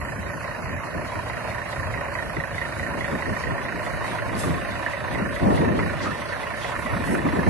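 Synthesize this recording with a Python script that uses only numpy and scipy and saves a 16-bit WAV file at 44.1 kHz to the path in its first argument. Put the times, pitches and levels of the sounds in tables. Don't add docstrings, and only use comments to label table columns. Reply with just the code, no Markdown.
import sys
import numpy as np
from scipy import signal
from scipy.fft import rfft, irfft, next_fast_len
from scipy.io import wavfile
from scipy.ndimage import uniform_filter1d, map_coordinates

SR = 44100
rng = np.random.default_rng(int(sys.argv[2]) if len(sys.argv) > 2 else 0)


def master(y):
    cut = np.clip(np.atleast_2d(y).T, -1, 1)
    pcm = np.round(cut * 32767)
    wavfile.write(sys.argv[1], SR, pcm.astype(np.int16))


def invert_db(x):
    u = np.asarray(x, float) / 20
    return 10 ** u


N = 330309
SIDES = np.array([[.5], [-.5]])


def unit(x):
    return x / np.sqrt(np.mean(x ** 2) + 1e-20)


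def along(points, hz):
    f, v = np.transpose(points)
    return np.interp(np.log(hz + 1), np.log(f + 1), v)


def curves(rows):
    s, *cols = np.transpose(rows)
    return [np.interp(np.arange(N) / SR, s, c) for c in cols]


def wobble(rate):
    knots = rng.standard_normal(int(N * rate / SR) + 4)
    return map_coordinates(knots, [np.arange(N) * rate / SR])


def filtered(x, response):
    m = next_fast_len(N + 8192)
    return irfft(rfft(x, m) * response(np.fft.rfftfreq(m, 1 / SR)), m)[..., :N]


def split(x, edge_hz):
    low = filtered(x, lambda hz: 1 / (1 + (hz / edge_hz) ** 6))
    return unit(low), unit(x - low)


def rush(spectrum, patchy_db):
    z = signal.stft(rng.standard_normal((2, N)), nperseg=512)[2]
    field = uniform_filter1d(rng.standard_normal(z.shape[1:]), size=4, axis=0)
    field = uniform_filter1d(field, size=8, axis=1)
    pair = signal.istft(z * invert_db(patchy_db * unit(field)), nperseg=512)[1][:, :N]
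    return unit(filtered(pair, lambda hz: invert_db(along(spectrum, hz))))


def blend(pair, alike):
    turn = np.arccos(np.clip(alike, -1, 1)) / 2
    shared, opposed = np.cos(turn) * pair[0], np.sin(turn) * pair[1]
    return np.array([shared + opposed, shared - opposed])


# frequency in Hz, left-right likeness.
PORT_LIKENESS = [(60, 1.1), (300, 0.92), (700, 0.67), (2000, 0.55), (4500, 0.23), (8500, 0.19),
                 (10700, 0.14), (10950, 4.2)]
# frequency in Hz, lead of the left in radians.
PORT_LEAD = [(60, -9), (260, -1), (950, -0.5), (2500, 0.95), (3200, 3.5), (5300, 5), (6500, 3), (9500, 4.5),
             (10800, 0.5)]
# frequency in Hz, left minus right in dB.
PORT_BALANCE = [(100, -10), (350, 10), (640, -3), (1160, -4), (1900, -8.5), (2600, -5.5), (3790, 2.5),
                (6850, 4), (10800, -3.5)]


def ports(pair):
    m = next_fast_len(N + 8192)
    hz = np.fft.rfftfreq(m, 1 / SR)
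    half = invert_db(along(PORT_BALANCE, hz) / 2) * np.exp(.5j * along(PORT_LEAD, hz))
    return irfft(blend(rfft(pair, m), along(PORT_LIKENESS, hz)) * [half, 1 / half], m)[:, :N]


# time in seconds, strength in dB, rumble likeness from -1 to 1.
BREEZE = [(0, -37.5, 0.98), (.7, -39, 0.71), (1.5, -39, 0.98), (2.8, -36.5, 0.99), (3.3, -37.5, 0.23),
          (3.8, -36, -0.76), (4.3, -34, -0.99), (4.9, -38, -0.055), (5.7, -34.5, -0.47),
          (6.4, -40.5, 0.056), (6.9, -36.5, 0.0025), (7.49, -31.5, -0.66)]
# time in seconds, length in seconds, flap level in dB, rumble over flap in dB.
GUSTS = [(0.2, 0.011, -39, 0), (0.727, 0.087, -44, 7.5), (0.994, 0.083, -37, -4.5), (1.172, 0.034, -40, 4),
         (1.87, 0.18, -59, 23), (1.98, 0.049, -47, -6), (2.379, 0.022, -29, -9), (2.984, 0.37, -42.5, -24),
         (3.146, 0.056, -33, -19), (3.301, 0.052, -29.5, -3.5), (3.512, 0.1, -33, -4),
         (4.415, 0.15, -36.5, -13), (4.517, 0.1, -31.5, 3.5), (5.218, 0.15, -32.5, -6),
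         (5.44, 0.043, -27, -2), (5.492, 0.075, -26, -12), (5.58, 0.18, -26, -15), (5.71, 0.16, -30, -14),
         (5.813, 0.094, -29.5, -12), (5.93, 0.14, -41.5, -1), (6.07, 0.081, -32.5, -12),
         (6.982, 0.1, -35, -11), (7.148, 0.11, -27, -17), (7.271, 0.045, -25, -15),
         (7.382, 0.085, -26, -20), (7.49, 0.038, -21.5, -6)]
# frequency in Hz, level in dB per Hz.
RUMBLE_SPECTRUM = [(15, -56), (25, -18), (54, 1.5), (81, 4), (160, -1), (210, -18), (350, -120)]
# frequency in Hz, level in dB per Hz.
FLAP_SPECTRUM = [(65, -21), (110, -7.5), (150, -5.5), (183, -1), (286, -3.5), (520, -10.5), (680, -25.5),
                 (1140, -120)]
# frequency in Hz, level in dB per Hz.
SPILL_SPECTRUM = [(180, -44), (300, 14), (432, 0), (584, 9), (968, 4), (1500, -9.5), (1950, -49),
                  (3300, -120)]


def wind():
    t = np.arange(N) / SR
    breeze_db, alike = curves(BREEZE)
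    rumbling = invert_db(breeze_db + wobble(9))
    flapping = invert_db(breeze_db - 2 + .8 * wobble(12))
    for s, length, db, low_db in GUSTS:
        late = (t - s) / length + 0.26
        gust = invert_db(db) * np.exp(-.5 * (late / np.where(late < 0, 0.26, 0.58)) ** 2)
        rumbling += gust * invert_db(low_db)
        flapping += gust

    def left_leads(pair, radians):
        return unit(filtered(pair, lambda hz: np.exp(1j * radians * SIDES) + 0 * hz))

    rumble_lumps = invert_db(0.77 * np.array([wobble(24), wobble(30)]))
    rumble = blend(rumble_lumps * rush(RUMBLE_SPECTRUM, patchy_db=1), alike)
    flap_lumps = invert_db(1.65 * np.array([wobble(28), wobble(28)]))
    flap = blend(flap_lumps * rush(FLAP_SPECTRUM, patchy_db=1), .6)
    spill = blend(invert_db(0.42 * wobble(26)) * rush(SPILL_SPECTRUM, patchy_db=0.5), -.6)
    spill = invert_db(-7.5) * (flapping / invert_db(-27.5)) ** 0.7 * spill
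    return rumbling * left_leads(rumble, -0.91) + flapping * (left_leads(flap, -1.2) + spill)


# time in seconds, peak in dB, frequency in Hz, left minus right in dB.
SLAPS = [(0.184, -22.5, 199, 3), (0.984, -30, 123, 0.5), (1.85, -25, 95, 0.0), (1.889, -26, 115, -6),
         (2.377, -23.5, 151, 1.5), (2.999, -27, 118, 2.5), (3.138, -26, 294, 0), (3.288, -23, 96.9, -4),
         (3.314, -19.5, 203, 1.5), (3.495, -24, 156, 4.5), (3.519, -20, 113, 2), (4.347, -22, 215, 2.5),
         (4.439, -20, 176, 2), (4.501, -16.5, 158, -1.0), (4.539, -20.5, 178, 0.5), (4.7, -29, 204, -2.5),
         (5.136, -24, 199, -0.5), (5.216, -16.5, 198, 4), (5.423, -15, 240, -3), (5.444, -17, 128, 0.0),
         (5.464, -10.5, 200, 0.5), (5.501, -14, 280, -1.5), (5.533, -17, 91.5, -2), (5.583, -16.5, 152, -4),
         (5.619, -21, 98, 3.0), (5.674, -16, 222, 0.5), (5.723, -19, 210, -0.5), (5.754, -22, 225, 0.0),
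         (5.793, -20, 107, 0.0), (5.824, -19, 188, 3), (5.855, -22, 180, -1.5), (5.889, -26, 91.5, 2.0),
         (5.95, -21, 149, -3.5), (6.059, -27, 94.2, 0.0), (6.115, -24.5, 164, -0.5),
         (6.851, -21.5, 238, -3.0), (6.924, -19, 116, -3), (6.96, -19, 197, -0.5), (6.994, -19, 240, -0.5),
         (7.09, -20, 213, -0.5), (7.114, -22, 172, -0.5), (7.144, -20, 350, 0), (7.177, -23, 272, 0.0),
         (7.254, -14.5, 275, 2), (7.299, -22, 91.5, -3), (7.335, -14.5, 264, 1.0), (7.384, -18, 215, 1),
         (7.464, -15, 91.3, -1.5),
         (5.458, -13, 580, 0),
    (5.494, -20, 760, 0),
    (5.615, -19, 620, 0),
    (5.658, -19, 600, 0),
    (5.688, -18, 620, 0),
    (5.745, -21, 600, 0),
    (5.47, -17, 90, 0),
    (5.66, -18, 90, 0),
    (5.845, -19, 100, 0),
]
# frequency in Hz, lead of the left in radians.
SLAP_LEAD = [(90, -2.3), (180, -1.1), (300, -.6), (600, -2.6)]


def slaps():
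    t = np.arange(SR // 20) / SR
    out = np.zeros((2, N + SR))
    for s, db, hz, pan_db in SLAPS:
        life = t * min(hz, 330) / 1.49
        swell = np.e * life * np.exp(-life)
        cycles = np.sin(2 * np.pi * (hz * t + rng.random()) + SIDES * along(SLAP_LEAD, hz))
        out[:, round(s * SR):][:, :len(t)] += invert_db(db - 4.5 + SIDES * pan_db) * swell * cycles
    return out[:, :N]


# time in seconds, length in seconds, level in dB, treble share from 0 to 1,
# left minus right in dB.
PUFFS = [
    (3.42, 0.083, -46, 0.1, -7),
    (4.925, 0.072, -53, 0, -3),
    (5.57, .05, -68, 0.9, -4),
    (6.041, 0.048, -40.5, 0, 7.5),
    (6.297, 0.04, -52, .02, -9),
    (6.65, 0.17, -46.5, 0.2, -1),
    (6.808, .07, -54, 0.73, -6),
    (6.93, 0.2, -53, 0.6, -3),
    (7.123, 0.12, -42, 0.62, -1),
]
# frequency in Hz, level in dB per Hz.
JET_SPECTRUM = [(1800, -38), (3000, -6.5), (4400, -6.5), (7200, -9), (8100, -5), (9700, -8), (11000, -8),
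                (11900, -16), (13000, -60)]
# peak in seconds, level in dB, rise in seconds, fall in seconds, treble share from 0 to 1,
# left minus right in dB.
BRAKE_AIR = (4.392, -33.5, .016, .085, .5, -3)
# time in seconds, length in seconds, frequency in Hz, width in Hz, level in dB.
WHISTLE = (4.402, .034, 8135, 35, -40)
# time in seconds, peak in dB.
SEAT_TICKS = [
    (2.142, -35),
    (4.3525, -27),
    (6.258, -32),
]


def valves():
    t = np.arange(N) / SR
    dull, bright = split(ports(rush(JET_SPECTRUM, patchy_db=2)), 7000)

    peak_s, db, rise_s, fall_s, treble, pan_db = BRAKE_AIR
    shape = np.exp(-np.abs(t - peak_s) / np.where(t < peak_s, rise_s, fall_s))
    out = invert_db(db + pan_db * SIDES) * shape * ((1 - treble) * dull + treble * bright)

    s, length, hz, width, db = WHISTLE
    sung = unit(filtered(bright, lambda f: np.exp(-((f - hz) / width) ** 2)))
    out += invert_db(db - 9 * np.abs(2 * (t - s) / length) ** 3) * sung

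    for s, db in SEAT_TICKS:
        late = t - s
        out += invert_db(db - 60 * np.abs(late) / .011) * (late > 0) * np.sin(2 * np.pi * 4500 * late)

    puffs = np.zeros((2, N))
    for s, length, db, treble, pan_db in PUFFS:
        late = t - s
        body = np.exp(-.5 * np.abs(2 * late / length) ** 3)
        tail = invert_db(-8.5) * (late > 0) * np.exp(-np.abs(late) / 0.13)
        air = (1 - treble) * dull + treble * bright
        puffs += invert_db(db + pan_db * SIDES) * np.maximum(body, tail) * air
    ragged = invert_db(.8 * wobble(40) + 1.2 * wobble(130))
    return out + ragged * puffs


# time in seconds, frequency in Hz, width in Hz,
# level in dB, t60 in seconds.
CLANKS = [
    (4.185, 1610, 495, -24, 0.075),
    (4.437, 1140, 200, -29, 0.12),
    (4.862, 1740, 200, -22.5, 0.11),
    (5.79, 1330, 700, -24, 0.061),
    (6.057, 1280, 300, -24, 0.22),
    (6.088, 1300, 400, -41, 0.32),
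    (6.284, 4600, 500, -44, .15),
    (6.62, 3260, 500, -40, 0.49),
    (6.329, 1610, 500, -27, 0.16),
    (7.151, 1510, 910, -23, 0.032),
]


def tipper():
    t = np.arange(SR // 4) / SR
    body = np.zeros((2, N + SR))
    for s, hz, width, db, t60 in CLANKS:
        panel = signal.butter(2, [hz - width / 2, hz + width / 2], "bandpass", fs=SR, output="sos")
        rattle = unit(signal.sosfilt(panel, rng.standard_normal((2, len(t)))))
        body[:, round(s * SR):][:, :len(t)] += invert_db(db - 60 * t / t60) * (1 - np.exp(-t / 0.00041)) * rattle
    return body[:, :N]


def crank():
    t = np.arange(N) / SR
    turns = 5.677 + (28.0566 - .002 * t / 2) * t
    since = turns % 1
    return turns, turns.astype(int), since, since / np.gradient(turns) / SR


def per_firing(firing):
    return rng.standard_normal(firing.max() + 1)[firing]


def turned_away():
    return 1 / (1 + np.exp((5.3 - np.arange(N) / SR) / .2))


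# frequency in Hz, t60 in seconds, level far off in dB,
# level nose on in dB, level side on in dB.
CYLINDERS = [(1957, 0.04, -1.5, 1, -4), (1868, 0.055, -4.5, 1, -9.5), (1822, 0.032, 2.5, 1, -6.5),
             (1765, 0.037, 1.5, -8, -2), (1816, 0.03, -7, -2, 0.4), (1772, 0.04, -6, -14, -9)]
TURNED_DB = [1.5, 0.5, 1.5, 1.5, -4, 1.5]


def knock_levels(firing, heading):
    _, _, far_db, nose_db, side_db = np.transpose(CYLINDERS)[:, firing % 6]
    near_db = nose_db + heading * (side_db - nose_db)
    far = 1 / (1 + np.exp((np.arange(N) / SR - 1.94) / 0.11))
    return near_db + (far_db - near_db) * far + turned_away() * np.array(TURNED_DB)[firing % 6]


KNOCK_LATE_MS = [1.5, 0.1, .8, 0.1, 1.6, .3]


def knocks(firing, age, size, db, heading):
    hz, t60 = np.transpose(CYLINDERS)[:2, firing % 6]
    t60 = t60 * (1 + 0.22 * heading)
    hz = hz * (1 + 0.008 * per_firing(firing))
    skew, phase, echo_draw = per_firing(firing), per_firing(firing), per_firing(firing)

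    def ring(late, turn):
        first = np.sin(2 * np.pi * hz * late + turn)
        upper = np.sin(2 * np.pi * 1.08 * hz * late + turn + 0.08 * (36 + 14 * skew))
        return invert_db(db - 60 * late / t60) * (1 - np.exp(-late / .0026)) * (first + invert_db(-8) * upper)

    lit = np.clip(age - np.array(KNOCK_LATE_MS)[firing % 6] / 1000, 0, None)
    echo_age = np.clip(age - .009 - 0.00201 * echo_draw, 0, None)
    echo_db = -15 + 11 * turned_away() + 2 * per_firing(firing)
    echo = invert_db(echo_db) * ring(echo_age, 3 * echo_draw)
    left = ring(lit, phase) + echo
    right = ring(lit, phase + np.pi / 2 + .4 * skew) - echo
    return size * np.array([left, right])


# frequency in Hz, t60 in seconds, delay in seconds.
PANELS = [(589.6, 0.074, .0065), (1055.6, 0.068, .0065), (1496, 0.052, 0.00305)]
# low panel in dB, middle panel in dB, high panel in dB.
PANEL_DRIVE = [(-5, -12, -19), (-12.5, -12.5, -7), (-5, -9, -2.5), (-5.5, -13, -8), (-2.5, -6.5, -14),
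               (-12, -9, -13)]


def panels(firing, age):
    out = np.zeros((2, N))
    for (hz, t60, late_s), db in zip(PANELS, np.transpose(PANEL_DRIVE)[:, firing % 6]):
        late = np.clip(age - late_s, 0, None)
        level = invert_db(db + 1.9 * per_firing(firing) - 60 * late / t60) * (1 - np.exp(-late / .0025))
        angle = 2 * np.pi * hz * (1 + .03 * per_firing(firing)) * late + 3 * per_firing(firing)
        out += level * np.sin(angle + [[0], [np.pi / 2]])
    return out


# frequency in Hz, width in Hz, level in dB.
BLOCK = [(579, 45, -5), (674.5, 15, -3), (705, 19.4, -1), (1060, 150, -7.5), (1596, 280, -16),
         (2455, 330, -19)]


def thud(firing, burst, size, knock_db):
    strike = np.diff(firing, prepend=firing[0]) * size * invert_db(knock_db / 2 + 17)

    def block(f):
        answer = 0
        for k, (hz, width, db) in enumerate(BLOCK):
            answer = answer + (-1) ** k * invert_db(db) * 1j * f * width / (hz * hz - f * f + 1j * f * width)
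        late = np.exp(-2j * np.pi * f * .004)
        return answer * late * f ** 2 / (f ** 2 + 420 ** 2)

    return unit(filtered(burst * rng.standard_normal((2, N)) + strike, block))


# multiple of the firing rate, level over the roar in dB.
ORDERS = [(4, -11), (6, -13), (12, -20), (19, -16), (20, -11), (21, -14), (22, -13), (25, -19)]


def tones(turns):
    out = 0
    for order, db in ORDERS:
        drift = .012 * wobble(4)
        angle = 2 * np.pi * order * (turns + drift + rng.random())
        out = out + invert_db(-1.5 + db + 3.5 * wobble(3)) * np.sin(angle)
    return out * [[1], [0]]


# frequency in Hz, level in dB per Hz.
CLATTER_SPECTRUM = [(1760, -39), (3000, 2), (3450, 4), (3820, 2.5), (4650, -4), (5040, -8), (6880, -12.5),
                    (8670, -12.5), (9670, -13), (10700, -12.5), (11100, -12), (11900, -23.5), (15500, -137),
                    (22000, -120)]


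def valve_gear(turns, burst, heading):
    one_valve = np.exp(-.5 * ((turns % 6 - 5.9) / 0.38) ** 2)
    pulse = 1 + 0.46 * burst + 0.48 * one_valve
    trail = 1 + 0.49 * np.exp(-((turns + 0.17) % 6) / 1.3)
    tappets, hiss = split(pulse * invert_db(wobble(9)) * rush(CLATTER_SPECTRUM, patchy_db=1), 4800)
    return invert_db(-51 + 2 * heading) * unit(trail) * tappets + invert_db(-50) * hiss


# time in seconds, roar in dB, load as knock over roar in dB,
# heading from 0 nose on to 1 side on.
TRUCK = [(0, -37, -6, 0.018), (1, -36, -10, 0.18), (1.9, -35, -3.5, 0.29), (2.4, -35.5, -2.5, 0.057),
         (3.5, -34, -1, 0.53), (4.2, -33.5, -10.5, 0.84), (5, -33.5, -5.5, 0.8), (5.8, -34.5, -4.5, 0.72),
         (6.2, -35, -6, 0.99), (6.8, -32.5, -9, 0.96), (7.49, -34, -4.5, 0.93)]
# frequency in Hz, level in dB per Hz.
ROAR_SPECTRUM = [(250, -24), (420, 0.5), (588, 12), (700, 8.5), (820, 3.5), (986, 11.5), (1210, 3.5),
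                 (1480, 5.5), (1630, 3.5), (1870, 5.5), (2240, 1), (2480, 0.5), (2980, -2.5), (3190, -60),
                 (3300, -78), (4290, -93), (7260, -120)]


def engine():
    roar_db, load_db, heading = curves(TRUCK)
    turns, firing, since, age = crank()
    size = invert_db(.8 * per_firing(firing))
    knock_db = knock_levels(firing, heading)
    rise = 1 - np.exp(-since / 0.05)
    burst = size * rise * (np.exp(-since / 0.18) + 0.086 * np.exp(-since / 0.16))
    swell = 1 + 2.26 * size * rise * np.exp(-since / 1.77)

    roar = invert_db(-5) * thud(firing, burst, size, knock_db)
    roar += invert_db(1.5) * unit(swell * rush(ROAR_SPECTRUM, patchy_db=2))
    roar += tones(turns)
    knock = invert_db(load_db) * unit(knocks(firing, age, size, knock_db, heading))
    heavy = invert_db(roar_db) * (knock + invert_db(-9) * unit(panels(firing, age)) + roar)
    heavy = filtered(heavy, lambda f: 1 / (1 + (f / 3300) ** 8))
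    return heavy + valve_gear(turns, burst, heading)


def scene():
    left, right = ports(engine() + tipper()) + valves()
    lag_ms = .11 * curves(TRUCK)[2]
    left = map_coordinates(left, [np.arange(N) - lag_ms * SR / 1000])
    return np.array([left, right]) + wind() + slaps()


# frequency in Hz,
# depth nose on in dB, depth side on in dB.
DROPOUTS = [(150, 30, 30), (300, 9, 9), (650, 9, 8), (830, 6.5, 4.5), (1000, 9, 8), (1300, 8, 7.5),
            (2700, 7, 7), (3050, 6, 5), (3150, -2, 0), (3300, -4, -1), (3550, -3.5, -.5), (3750, 1, 1),
            (4000, 0, 1), (4400, 4, 4), (5500, 2.5, 3.5), (6300, 4.5, 4.5), (6900, 4.5, -2.5),
            (7400, 4.5, -3.5), (7800, 4.5, 3), (8200, 4.5, 5), (9700, -1.5, 1), (10400, 4, 4),
            (11400, 30, 30)]


def dropouts(x):
    frame, grid, thin_hz = 1024, 523, 2600
    n, k = np.arange(2 * frame)[:, None] + .5, np.arange(frame) + .5
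    frames = N // frame + 3
    window = np.sin(np.pi * n / (2 * frame))
    lapped = window * np.cos(np.pi / frame * (n + frame / 2) * k) * np.sqrt(2 / frame)
    rows = np.pad(blend(x, 0), [(0, 0), (2 * frame - grid, 3 * frame)])
    rows = rows[:, :(frames + 1) * frame].reshape(2, -1, frame)
    z = (np.concatenate([rows[:, :-1], rows[:, 1:]], axis=2) @ lapped).transpose(0, 2, 1)
    hz = k * SR / (2 * frame)
    t = (np.arange(frames) * frame + grid - frame) / SR

    def smooth(v):
        return uniform_filter1d(uniform_filter1d(v, size=14, axis=1), size=4, axis=2)

    band_db = 10 * np.log10(np.abs(smooth(np.abs(z) ** 2)) + 1e-20)
    chance_db = 3 * unit(smooth(rng.standard_normal(z.shape)))
    f, nose_db, side_db = np.transpose(DROPOUTS)
    heading = np.clip(np.interp(t, *np.transpose(TRUCK)[[0, 3]]), 0, 1)
    margin_db = np.outer(np.interp(hz, f, nose_db), 1 - heading)
    margin_db += np.outer(np.interp(hz, f, side_db), heading)
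    margin_db -= 2.5 * np.outer(hz > thin_hz, np.exp(-(t / .8) ** 2))
    gust_db = uniform_filter1d(band_db[0, 8:18].mean(0), size=15)
    gust_db = np.clip(gust_db - np.median(gust_db), 0, 9)
    margin_db -= .4 * np.outer((hz > 480) & (hz < 1500), gust_db)

    share = np.abs(z) / invert_db(band_db)
    z = z * np.where(hz[:, None] > thin_hz, 0.93 * share ** 0.15 * (share > .55), 1)
    over_db = .6 * (band_db - np.median(band_db, axis=2, keepdims=True)) + chance_db
    kept = (over_db > -margin_db)[:, np.arange(frame) // 8 * 8]
    halves = (z * kept).transpose(0, 2, 1) @ lapped.T
    joined = (halves[:, 1:, :frame] + halves[:, :-1, frame:]).reshape(2, -1)
    return blend(joined[:, frame - grid:][:, :N], 0)


def roll_off(x):
    return signal.sosfilt(signal.butter(12, 12990, fs=SR, output="sos"), x)


def record(dry):
    stereo = filtered(dry, lambda hz: hz < 10900)
    mono_top = filtered(dry[1], lambda hz: (hz >= 10900) & (hz < 11770))
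    return roll_off(dropouts(stereo + mono_top))


dry = scene()
out = record(dry)
master(out)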